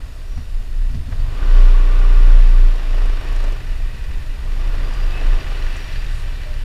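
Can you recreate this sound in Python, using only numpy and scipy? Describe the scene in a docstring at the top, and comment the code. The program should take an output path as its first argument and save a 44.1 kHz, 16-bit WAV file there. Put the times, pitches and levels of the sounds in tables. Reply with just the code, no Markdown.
"""A single-cylinder motorcycle rolls slowly down a narrow concrete street, heard from the rider's seat.
It starts gently, bumping over the paving, with air buffeting the microphone throughout. Near 1.4 s the
throttle opens: the exhaust booms with the firings, the intake growls, the valves clatter. From about 3 s
the engine slows and knocks under load. Near 4.8 s the throttle opens again, the chain slaps its guard
and metal parts squeak. After 6 s the engine slows with a short hiss and a soft hoot."""
import sys
import numpy as np
from scipy import signal
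from scipy.fft import rfft, irfft
from scipy.io import wavfile
from scipy.ndimage import uniform_filter1d, minimum_filter1d

SR = 44100
rng = np.random.default_rng(int(sys.argv[2]) if len(sys.argv) > 2 else 0)


def wav_record(signal):
    """Record a signal, one row per channel, as 16-bit PCM in the file named by sys.argv[1]."""
    frames = np.transpose(np.atleast_2d(signal))
    bounded = np.clip(frames, -1, 1)
    # unit amplitude maps onto the largest positive 16-bit level
    quanta = np.round(bounded * 32767).astype(np.int16)
    wavfile.write(sys.argv[1], SR, quanta)


N = 292824

# chain whirr, growing as the bike gathers speed: (time [s], level [dB])
CHAIN_LEVEL = [(0,-57.5),(1.2,-54),(2.6,-47),(4.4,-49),(5.4,-42.5),(5.95,-40.5),(6.25,-45),(6.64,-47)]
# how hard the engine struggles, which makes it knock: (time [s], strain [0-1])
STRAIN = [(2.55,0),(2.95,.5),(3.45,.6),(3.7,0)]
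# where metal parts meet in each engine cycle: (place in the cycle [0-1], strength [0-1])
METAL_CONTACTS = [(0.051,0.69),(.4,0.56),(0.538,0.3)]
# dull knocks of the struggling engine: (place in the cycle [0-1], strength [0-1])
DULL_KNOCK_PLACES = [(.33,1),(.47,.8)]


def exhaust_boom(firing_hz, resonance_hz=29.63, pull=.6, stumble_s=.024):
    """The firings pump a deep resonance, which pulls the pitch towards its own."""
    # strength of the boom: (time [s], level [dB])
    levels = [(0,-29),(.12,-31),(.33,-23),(.45,-34),(.57,-13.5),(.66,-31),(.76,-14.5),(.87,-12.5),(.95,-30),(1.03,-27),(1.1,-28),(1.21,-12.5),(1.33,-24),(1.43,-16),(1.53,-5),(1.64,-4),
              (1.89,-9.5),(2.35,-3.5),(2.52,-6.5),(2.66,-5),(2.81,-19),(2.92,-12),(3.02,-11.5),(3.14,-13),(3.22,-22.5),(3.31,-15),(3.5,-13.5),(3.6,-30),(3.72,-14.5),(3.77,-23),(3.83,-14),
              (3.94,-28),(4.04,-20),(4.1,-33),(4.16,-16.5),(4.22,-32),(4.3,-17.5),(4.39,-28.5),(4.5,-16),(4.66,-16.5),(4.81,-16),(4.95,-16.5),(5.06,-11.5),(5.17,-21),(5.29,-8.5),(5.37,-10.5),
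              (5.43,-26),(5.52,-17),(5.58,-22),(5.65,-13.5),(5.78,-25),(5.96,-21),(6.14,-16.5),(6.24,-18),(6.4,-24.5),(6.52,-21.5),(6.64,-19)]
    # the boom dies for an instant and comes back half a beat out of step: (time [s])
    stumbles = [.49, .975, 3.22, 3.98, 4.955, 5.41, 5.87, 6.06, 6.19]
    boom_db, = in_time(levels)
    stumble = np.prod([np.tanh((np.arange(N) / SR - s) / stumble_s) for s in stumbles], axis=0)
    # the further the firing rate falls below the resonance, the more the beat wanders
    looseness = np.clip(.21 * (resonance_hz - firing_hz), 0, 1)
    pitch_hz = firing_hz + pull * (resonance_hz - firing_hz)
    turns = np.cumsum(pitch_hz) / SR + looseness * .08 * drift(rate_hz=3)
    return from_db(boom_db) * stumble * np.sqrt(2) * np.sin(2 * np.pi * turns)


def exhaust_drone(cycles, firing_hz, load_db, waver_db=1.5, fall_db=1.27):
    """The silencer passes only low tones of the exhaust; each swells as it meets the pipe resonance."""
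    # strength of the drone: (time [s], level [dB])
    levels = [(0,-47.5),(.9,-40.5),(1.25,-28),(1.45,-40),(1.7,-34.5),(2.05,-34),(2.4,-31.5),(2.8,-34),(3.5,-35.5),(3.9,-36),(4.3,-39.5),(4.6,-34),(5.3,-32),(5.62,-35),(5.77,-36),(5.95,-33),(6.64,-35)]
    # what the silencer lets through: (pitch [Hz], gain [dB])
    silencer = [(40,-14),(58,4.5),(75,3.5),(88,-4.5),(100,0),(118,0.5),(130,0.5),(140,-1),(152,-10),(170,-18)]
    drone_db, = in_time(levels)
    hz, db = np.transpose(silencer)
    tones = np.zeros(N)
    for multiple in range(2, 7):
        tone_db = np.interp(multiple * firing_hz, hz, db) - fall_db * (multiple - 4)
        tone_db += waver_db * drift(3.9)
        tones += from_db(tone_db) * np.sin(2 * np.pi * (multiple * cycles + rng.random()))
    # off the throttle the firings come out unequal, so the drone sputters
    strengths = np.minimum(rng.standard_normal(512), 1)
    sputter_db = .4 * np.abs(load_db) * np.interp(cycles, np.arange(len(strengths)), strengths)
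    return from_db(drone_db + sputter_db) * rms_one(tones)


def intake(cycles, gulp, growl_db=-36.3, pop_place=.89):
    """The intake valve pops at every gulp of air, and rushes of air make the airbox rasp."""
    # tones in the pop: (multiple of the firing rate, relative level [dB])
    pop_tones = [(6,1),(7,-1.5),(8,-6),(9,-2),(10,1.5),(11,-3),(12,-1),(13,-4),(14,5),(15,-7),(16,-4.5),(17,-2.5),(18,-8),(19,-2.5),(21,-7),(24,-11),(27,-8),(30,-9),(32,-4),(35,-9),(37,-6),(42,-6),(44,-18),(47,-11),(50,-11),(56,-18),(64,-16),(100,-28)]
    # rushes of air: (place in the cycle [0-1], strength [0-1])
    rushes = [(.2,1),(.72,.8)]
    # airbox resonances: (pitch [Hz], width [Hz], level at wide throttle [dB])
    airbox = [(1126,48,-45),(1194,64,-44),(1430,46,-47),(1532,58,-49)]
    waver = from_db(.8 * drift(10))
    growl = waver * pulse_train(cycles - pop_place + .0005 * drift(10), pop_tones)
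    rush = 1 + 1.1 * cycle_hits(cycles, rushes)
    rasp = sum(from_db(db) * rms_one(rush * hoarse_tone(hz, width)) for hz, width, db in airbox)
    return gulp * (from_db(growl_db) * growl + rasp)


def machinery(cycles, load_db, gulp):
    """Piston and valves follow the load and the chain joins in: a dull rattle, clatter and fine sizzle."""
    # sharp knocks of the struggling engine: (place in the cycle [0-1], strength [0-1])
    sharp_places = [(.42,1)]
    chain_db, = in_time(CHAIN_LEVEL)
    dull_db = -38.5 + load_db - 5 * gulp ** 2  # loose parts rattle less at wide throttle
    clatter_db = 20 * np.log10(np.hypot(from_db(-41.5 + load_db), from_db(chain_db)))
    sizzle_db = -52 + .23 * (clatter_db + 41.5)
    sizzle_gain = np.hypot(from_db(sizzle_db), from_db(chain_db - 17))
    dull = band(ticking(cycles, DULL_KNOCK_PLACES, depth=.43, knock_share=.61), 166, 1440)
    clatter = band(ticking(cycles, sharp_places, depth=.13, knock_share=.17), 1314, 7300)
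    sizzle = band(ticking(cycles, sharp_places, depth=.29, knock_share=.21), 4780, SR / 2)
    return (from_db(dull_db) * rms_one(dull) + from_db(clatter_db - 2) * rms_one(clatter)
            + sizzle_gain * rms_one(sizzle) + casing_ring(cycles, dull_db, clatter_db))


def ticking(cycles, knocks, depth, knock_share):
    """A rustle from the casing flares at each contact and gathers into knocks as the engine struggles."""
    # tone colour of the rustle: (pitch [Hz], relative level [dB])
    spectrum = [(120,-13),(200,-0.5),(400,-0.5),(800,-2),(1300,-5.5),(2200,-7.5),(3300,-4),(5000,-14),(6200,-21),(8000,-20.5),(10500,-22.5),(12000,-26),(15200,-29.5)]
    # resonances of the engine casing and covers: (pitch [Hz], width [Hz], boost [dB])
    casing = [(370,310,3.5),(635,134,4.5),(1190,50,4.5),(1416,360,4),(1846,350,6),(2530,920,6.5),(2932,21,6.5),(3656,150,4.5),(4300,28,8),(4430,83,4.5),(5010,320,2.5),(5620,116,-8),(6800,440,4),(9800,760,1.5),(13500,1000,5.5)]
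    share = knock_share * in_time(STRAIN)[0]
    tick_power = rms_one(1 + depth * cycle_hits(cycles, METAL_CONTACTS)) ** 2
    knock_power = rms_one(cycle_hits(cycles, knocks, uneven_db=3)) ** 2
    power = (1 - share) * tick_power + share * knock_power
    return colour(rng.standard_normal(N) * np.sqrt(np.abs(power)), spectrum, casing)


def casing_ring(cycles, dull_db, clatter_db):
    """Contacts and knocks strike the engine casing, which rings on between them."""
    # ringing tones of the casing: (pitch [Hz], width [Hz], relative level [dB])
    tones = [(281.7,20.5,-9.5),(407,22,-13),(562,53,-19),(952.5,51,-13),(1113,43,-12.5),(1532,51,-12.5),(1740,16,-14),(1870,24,-13.5),(1972,104,-11.5),(2374,27,-13.5),(2577,220,-12.5),(2863,78,-16),(4055,17,-21.5),(4765,48,-20.5),(5574,150,-17)]
    push = 1 + 1.36 * cycle_hits(cycles, METAL_CONTACTS)
    push += .83 * in_time(STRAIN)[0] * cycle_hits(cycles, DULL_KNOCK_PLACES)
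    ringing = np.zeros(N)
    for hz, width, db in tones:
        tone = ring(push * rng.standard_normal(N), hz, width)
        ringing += from_db(db + (dull_db if hz < 1300 else clatter_db)) * rms_one(tone)
    return band(ringing, 232, 7100)


def chain_guard(taps_per_s=110, spread_db=4):
    """The chain keeps tapping its guard and sometimes slaps it; each blow rings a little differently."""
    # ringing tones of the guard: (pitch [Hz], width [Hz], relative level [dB])
    tones = [(1593,130,-1),(1773,48,-0.5),(1950,82,2.5),(2430,63,-6),(2630,65,1),(2907,55,-4),(3716,24,-13),(4010,46,-8.5),(4460,80,-8),(4730,85,-9),(5710,120,-7)]
    # hard slaps: (time [s], strength [dB])
    hard_slaps = [(.944,-45),(4.783,-35),(5.107,-40),(5.212,-32),(5.332,-30.5),(5.624,-31),(5.666,-35),(5.757,-36),(5.885,-36),(6.434,-36)]
    chain_db, = in_time(CHAIN_LEVEL)
    tap_starts = rng.random(N) < taps_per_s / SR
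    taps = tap_starts * from_db(spread_db * np.minimum(rng.standard_normal(N), 1))
    slaps = np.zeros(N)
    for s, db in hard_slaps:
        slaps[int(s * SR)] = from_db(db)
    tapping = sum(from_db(db) * ring(taps * rng.uniform(-.93, 1, N), hz, width)
                  for hz, width, db in tones)
    slapping = sum(from_db(db) * ring(slaps * rng.choice([-.43, -.078, .83, .69], N), hz, width)
                   for hz, width, db in tones)
    return band(from_db(chain_db - 3.5) * rms_one(tapping) + slapping, 1310, 6500)


def engine_knocks():
    """The engine gives a few sharp, bright knocks under load."""
    # single knocks: (time [s], strength [dB], fade time [s])
    knocks = [(3.360,-43,0.006),(3.440,-45,0.0067),(3.522,-45,.004),(4.936,-44,0.008),(5.765,-43,0.007)]
    # their tone colour: (pitch [Hz], relative level [dB])
    spectrum = [(300,-18),(600,-10),(2000,-9),(3000,-25),(5000,25),(8500,20),(11000,9),(15000,-37)]
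    return bursts(knocks, spectrum)


def road_bumps():
    """The paving thumps the suspension and shakes the loose body panels; the engine knock near 3.44 s rattles
    them as well."""
    # suspension bumps and panel rattles, each: (time [s], strength [dB], fade time [s])
    bumps = [(.185,-33,.015),(.372,-22,0.025),(.895,-23,0.04),(.944,-21,0.028),(1.080,-26,0.035),(1.120,-24.5,0.024),(3.80,-30,.025),(3.94,-29,0.017),(4.08,-33,0.02),(4.17,-34,0.016),(5.172,-33,0.015)]
    rattles = [(.374,-38.5,.009),(.944,-42,0.01),(1.120,-32.3,0.012),(3.440,-36,0.013),(4.742,-35,0.014),(4.905,-34,0.0088),(5.172,-33,0.009),(5.213,-34,0.016),(5.465,-35,0.0067),(5.757,-35,.014)]
    # their tone colours, each: (pitch [Hz], relative level [dB])
    bump_spectrum = [(30,-39),(65,8.5),(130,-2.5),(190,-12),(260,-9.5),(340,-60),(900,-40.5),(2000,-43),(5000,-40)]
    rattle_spectrum = [(150,3),(300,7),(650,18.5),(900,8),(1900,11),(2400,3),(5000,-14),(12000,-27)]
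    return bursts(bumps, bump_spectrum) + bursts(rattles, rattle_spectrum)


def wind():
    """Passing air presses unevenly on the microphone, with a few gusts on top."""
    # strength of the buffeting: (time [s], level [dB])
    levels = [(0,-23.5),(.2,-34),(.7,-27),(1.3,-25.5),(1.72,-31.5),(2.05,-25.5),(2.4,-30.5),(2.75,-41),(3.2,-29.5),(3.6,-26.5),(4.2,-28.5),(4.5,-26),(5.3,-28.5),(5.75,-28.5),(6.3,-28),(6.64,-27)]
    # gusts: (time [s], half length [s], level [dB])
    gusts = [(0.344,0.036,-29),(.98,0.05,-27),(1.46,0.045,-25),(3.07,0.045,-25.5),(4.127,0.07,-31)]
    # tone colour of the rumble: (pitch [Hz], relative level [dB])
    spectrum = [(8,12.5),(13,4.5),(20,-5.5),(45,5),(60,-0.5),(80,-7),(100,-9.5),(120,-15.5),(170,-23),(260,-26.5),(500,-44)]
    wind_db, = in_time(levels)
    return (from_db(wind_db) + sum(swell(*gust) for gust in gusts)) * noise(spectrum)


def squeaks():
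    """Rubbing metal parts sing briefly and hoarsely, each swelling and fading on one pitch."""
    # squeaks: (time [s], half length [s], pitch [Hz], width [Hz], level [dB])
    rubs = [(0.363,0.1,5700,150,-60),(1.203,0.011,4480,220,-51),(3.95,.35,1880,170,-53.5),(3.98,.35,2520,220,-56),(4.98,0.16,4810,80,-53),(5.16,0.055,2600,60,-43.5),(5.533,0.041,2940,60,-50),(5.76,.04,2659,70,-47),(5.82,0.067,5700,140,-55.5),(5.91,0.07,1820,140,-48),(5.98,.028,4700,260,-49.5),(6.355,.025,4050,130,-52),(6.42,0.069,2320,80,-53)]
    return sum(swell(s, half, db) * hoarse_tone(hz, width) for s, half, hz, width, db in rubs)


def hiss_and_hoot(hoot_hz=600):
    """A short, high hiss and a soft, wavering hoot sound as the engine slows."""
    # tone colour of the hiss: (pitch [Hz], relative level [dB])
    spectrum = [(4500,-25),(7000,7),(10500,4),(12500,-20)]
    turns = np.cumsum(hoot_hz + 9 * drift(40)) / SR
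    hiss = swell(at_s=6.17, half_s=.065, db=-54.5) * noise(spectrum)
    hoot = swell(at_s=6.5, half_s=.04, db=-41) * np.sin(2 * np.pi * turns)
    return hiss + hoot


def cycle_hits(cycles, places, fade_cycles=.079, uneven_db=6.5):
    """Pushes that return in every engine cycle and die away, never twice with the same force."""
    hits = np.zeros(N)
    for place, strength in places:
        turn = cycles + 1 - place % 1
        forces = from_db(uneven_db * np.minimum(rng.standard_normal(512), 1))
        hits += strength * forces[turn.astype(int)] * np.exp(-(turn % 1) / fade_cycles)
    return hits


def pulse_train(cycles, tones, clean_up_to=15, size=4096):
    """One pulse per firing, built from the listed tones: the low ones in step, the high ones ragged."""
    multiples, db = np.transpose(tones)
    k = np.arange(size // 2 + 1)
    level = from_db(np.interp(k, multiples, db))
    # these phases make the pulse start sharply and then ring out
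    phase = 2 * rfft(irfft(np.log(level), size)[:size // 2], size).imag
    phase += (k / clean_up_to) ** 2 * rng.standard_normal(len(k))
    spectrum = level * np.exp(1j * phase) * (k >= multiples[0]) * (k <= multiples[-1])
    return np.interp(cycles % 1, np.arange(size) / size, rms_one(irfft(spectrum, size)))


def bursts(blows, spectrum):
    """Each blow starts a short shudder of noise that quickly dies away."""
    envelope = np.zeros(N)
    for s, db, fade_s in blows:
        age = np.maximum(np.arange(N) / SR - s, 0)
        envelope += from_db(db) * np.exp(-age / fade_s) * (1 - np.exp(-10 * age / fade_s))
    return envelope * noise(spectrum)


def ring(push, hz, width_hz):
    """One tone that rings when pushed; the smaller its width, the longer it lasts."""
    fade = np.exp(-np.pi * width_hz / SR)
    step = 2 * np.pi * hz / SR
    return signal.lfilter([.5, 0, -.5], [1, -2 * fade * np.cos(step), fade * fade], push + 1e-18)


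def hoarse_tone(hz, width_hz):
    """A resonance kept ringing by random pushes."""
    angle = 2 * np.pi * hz * np.arange(N) / SR
    return drift(width_hz / 2) * np.cos(angle) + drift(width_hz / 2) * np.sin(angle)


def swell(at_s, half_s, db):
    """A level that rises, holds and fades around one moment."""
    return from_db(db) / (1 + ((np.arange(N) / SR - at_s) / half_s) ** 4)


def drift(rate_hz, size=8192):
    """A smooth random wobble with a typical size of 1."""
    hz = np.arange(size // 2 + 1) * SR / N
    wobble = rms_one(irfft(rfft(rng.standard_normal(size)) / (1 + (hz / rate_hz) ** 2), size))
    return np.interp(np.arange(N) * size / N, np.arange(size), wobble)


def colour(x, spectrum, resonances=()):
    """Give a sound a smooth tone colour with resonant humps on top, at an average power of 1."""
    hz = np.maximum(np.arange(N // 2 + 1) * SR / N, 1)
    points, db = np.transpose(spectrum)
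    octaves_outside = np.maximum(np.log2(points[0] / hz), 0) + np.maximum(np.log2(hz / points[-1]), 0)
    db = np.interp(np.log(hz), np.log(points), db) - 20 * octaves_outside
    for centre, width, boost_db in resonances:
        db += boost_db / (1 + (2 * (hz - centre) / width) ** 2)
    return rms_one(irfft(rfft(x) * from_db(db), N))


def noise(spectrum):
    """Noise with the given tone colour."""
    return colour(rng.standard_normal(N), spectrum)


def band(x, low_hz, high_hz):
    """Keep only the sound between two pitches."""
    edges = [low_hz, min(high_hz, .45 * SR)]
    return signal.sosfilt(signal.butter(4, edges, "band", fs=SR, output="sos"), x)


def in_time(rows):
    """Join timed points with straight lines, giving one curve per value column."""
    s, *columns = np.transpose(rows)
    return [np.interp(np.arange(N) / SR, s, column) for column in columns]


def from_db(db):
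    """Turn decibels into a gain."""
    return 10 ** (np.asarray(db) / 20)


def rms_one(x):
    """Scale to an average power of 1."""
    return x / np.sqrt(np.mean(x ** 2) + 1e-20)


def scene():
    """Engine speed, load and throttle shape the engine's sound; the road and the air add their own."""
    # engine speed: (time [s], firing rate [Hz])
    speeds = [(0, 25.4), (.5, 24.5), (1.25, 24.1), (1.38, 25.7), (1.56, 28.7), (1.66, 29.1), (1.8, 29.58),
              (2.0, 29.5), (2.34, 29.1), (2.57, 28.1), (2.78, 26.8), (3.4, 25.8), (3.7, 23.3), (4.3, 21.3),
              (4.58, 25.6), (5.6, 24.95), (5.8, 23.7), (6.3, 22.85), (6.64, 18.6)]
    # engine load, which follows the throttle: (time [s], level relative to full load [dB])
    loads = [(0,-12),(1.0,-13),(1.3,-5.5),(1.48,0.8),(1.62,3),(1.85,0),(2.28,1),(2.78,-3),(3.05,-0.4),(3.48,-1),(3.65,-8),(4.3,-10),(4.8,-2),(5.05,-2.5),(5.3,-0.1),(5.9,-6),(6.64,-9)]
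    # gulps of intake air: (time [s], level relative to wide throttle [dB])
    gulps = [(0,-37),(1.2,-33),(1.42,-4),(1.58,-2),(2.28,-1.5),(2.45,-10),(2.6,-6),(2.85,-13.5),(3.3,-24),(3.7,-20),(4.4,-18.5),(4.8,-8),(5.4,-9),(6.0,-17.5),(6.64,-32)]
    firing_hz, = in_time(speeds)
    load_db, = in_time(loads)
    gulp = from_db(in_time(gulps)[0])
    cycles = np.cumsum(firing_hz) / SR  # counts up by one with each firing
    exhaust = exhaust_boom(firing_hz) + exhaust_drone(cycles, firing_hz, load_db)
    engine = exhaust + intake(cycles, gulp) + machinery(cycles, load_db, gulp)
    bike = engine + chain_guard() + engine_knocks() + road_bumps()
    return (bike + wind() + squeaks() + hiss_and_hoot())[None]


def record(dry, window=2048, cutoff_hz=15250, fade_s=.004):
    """A limiter turns down the loudest booms, the ends fade and the highest treble is cut."""
    needed_gain = 1 / np.maximum(np.abs(dry), 1)
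    gain = uniform_filter1d(minimum_filter1d(needed_gain, window), window)
    samples_from_edge = np.minimum(np.arange(N), np.arange(N)[::-1])
    fades = np.minimum(samples_from_edge / (fade_s * SR), 1)
    low_pass = signal.ellip(10, .1, 80, cutoff_hz, fs=SR, output="sos")
    return signal.sosfilt(low_pass, dry * gain * fades)


dry = scene()
out = record(dry)
wav_record(out)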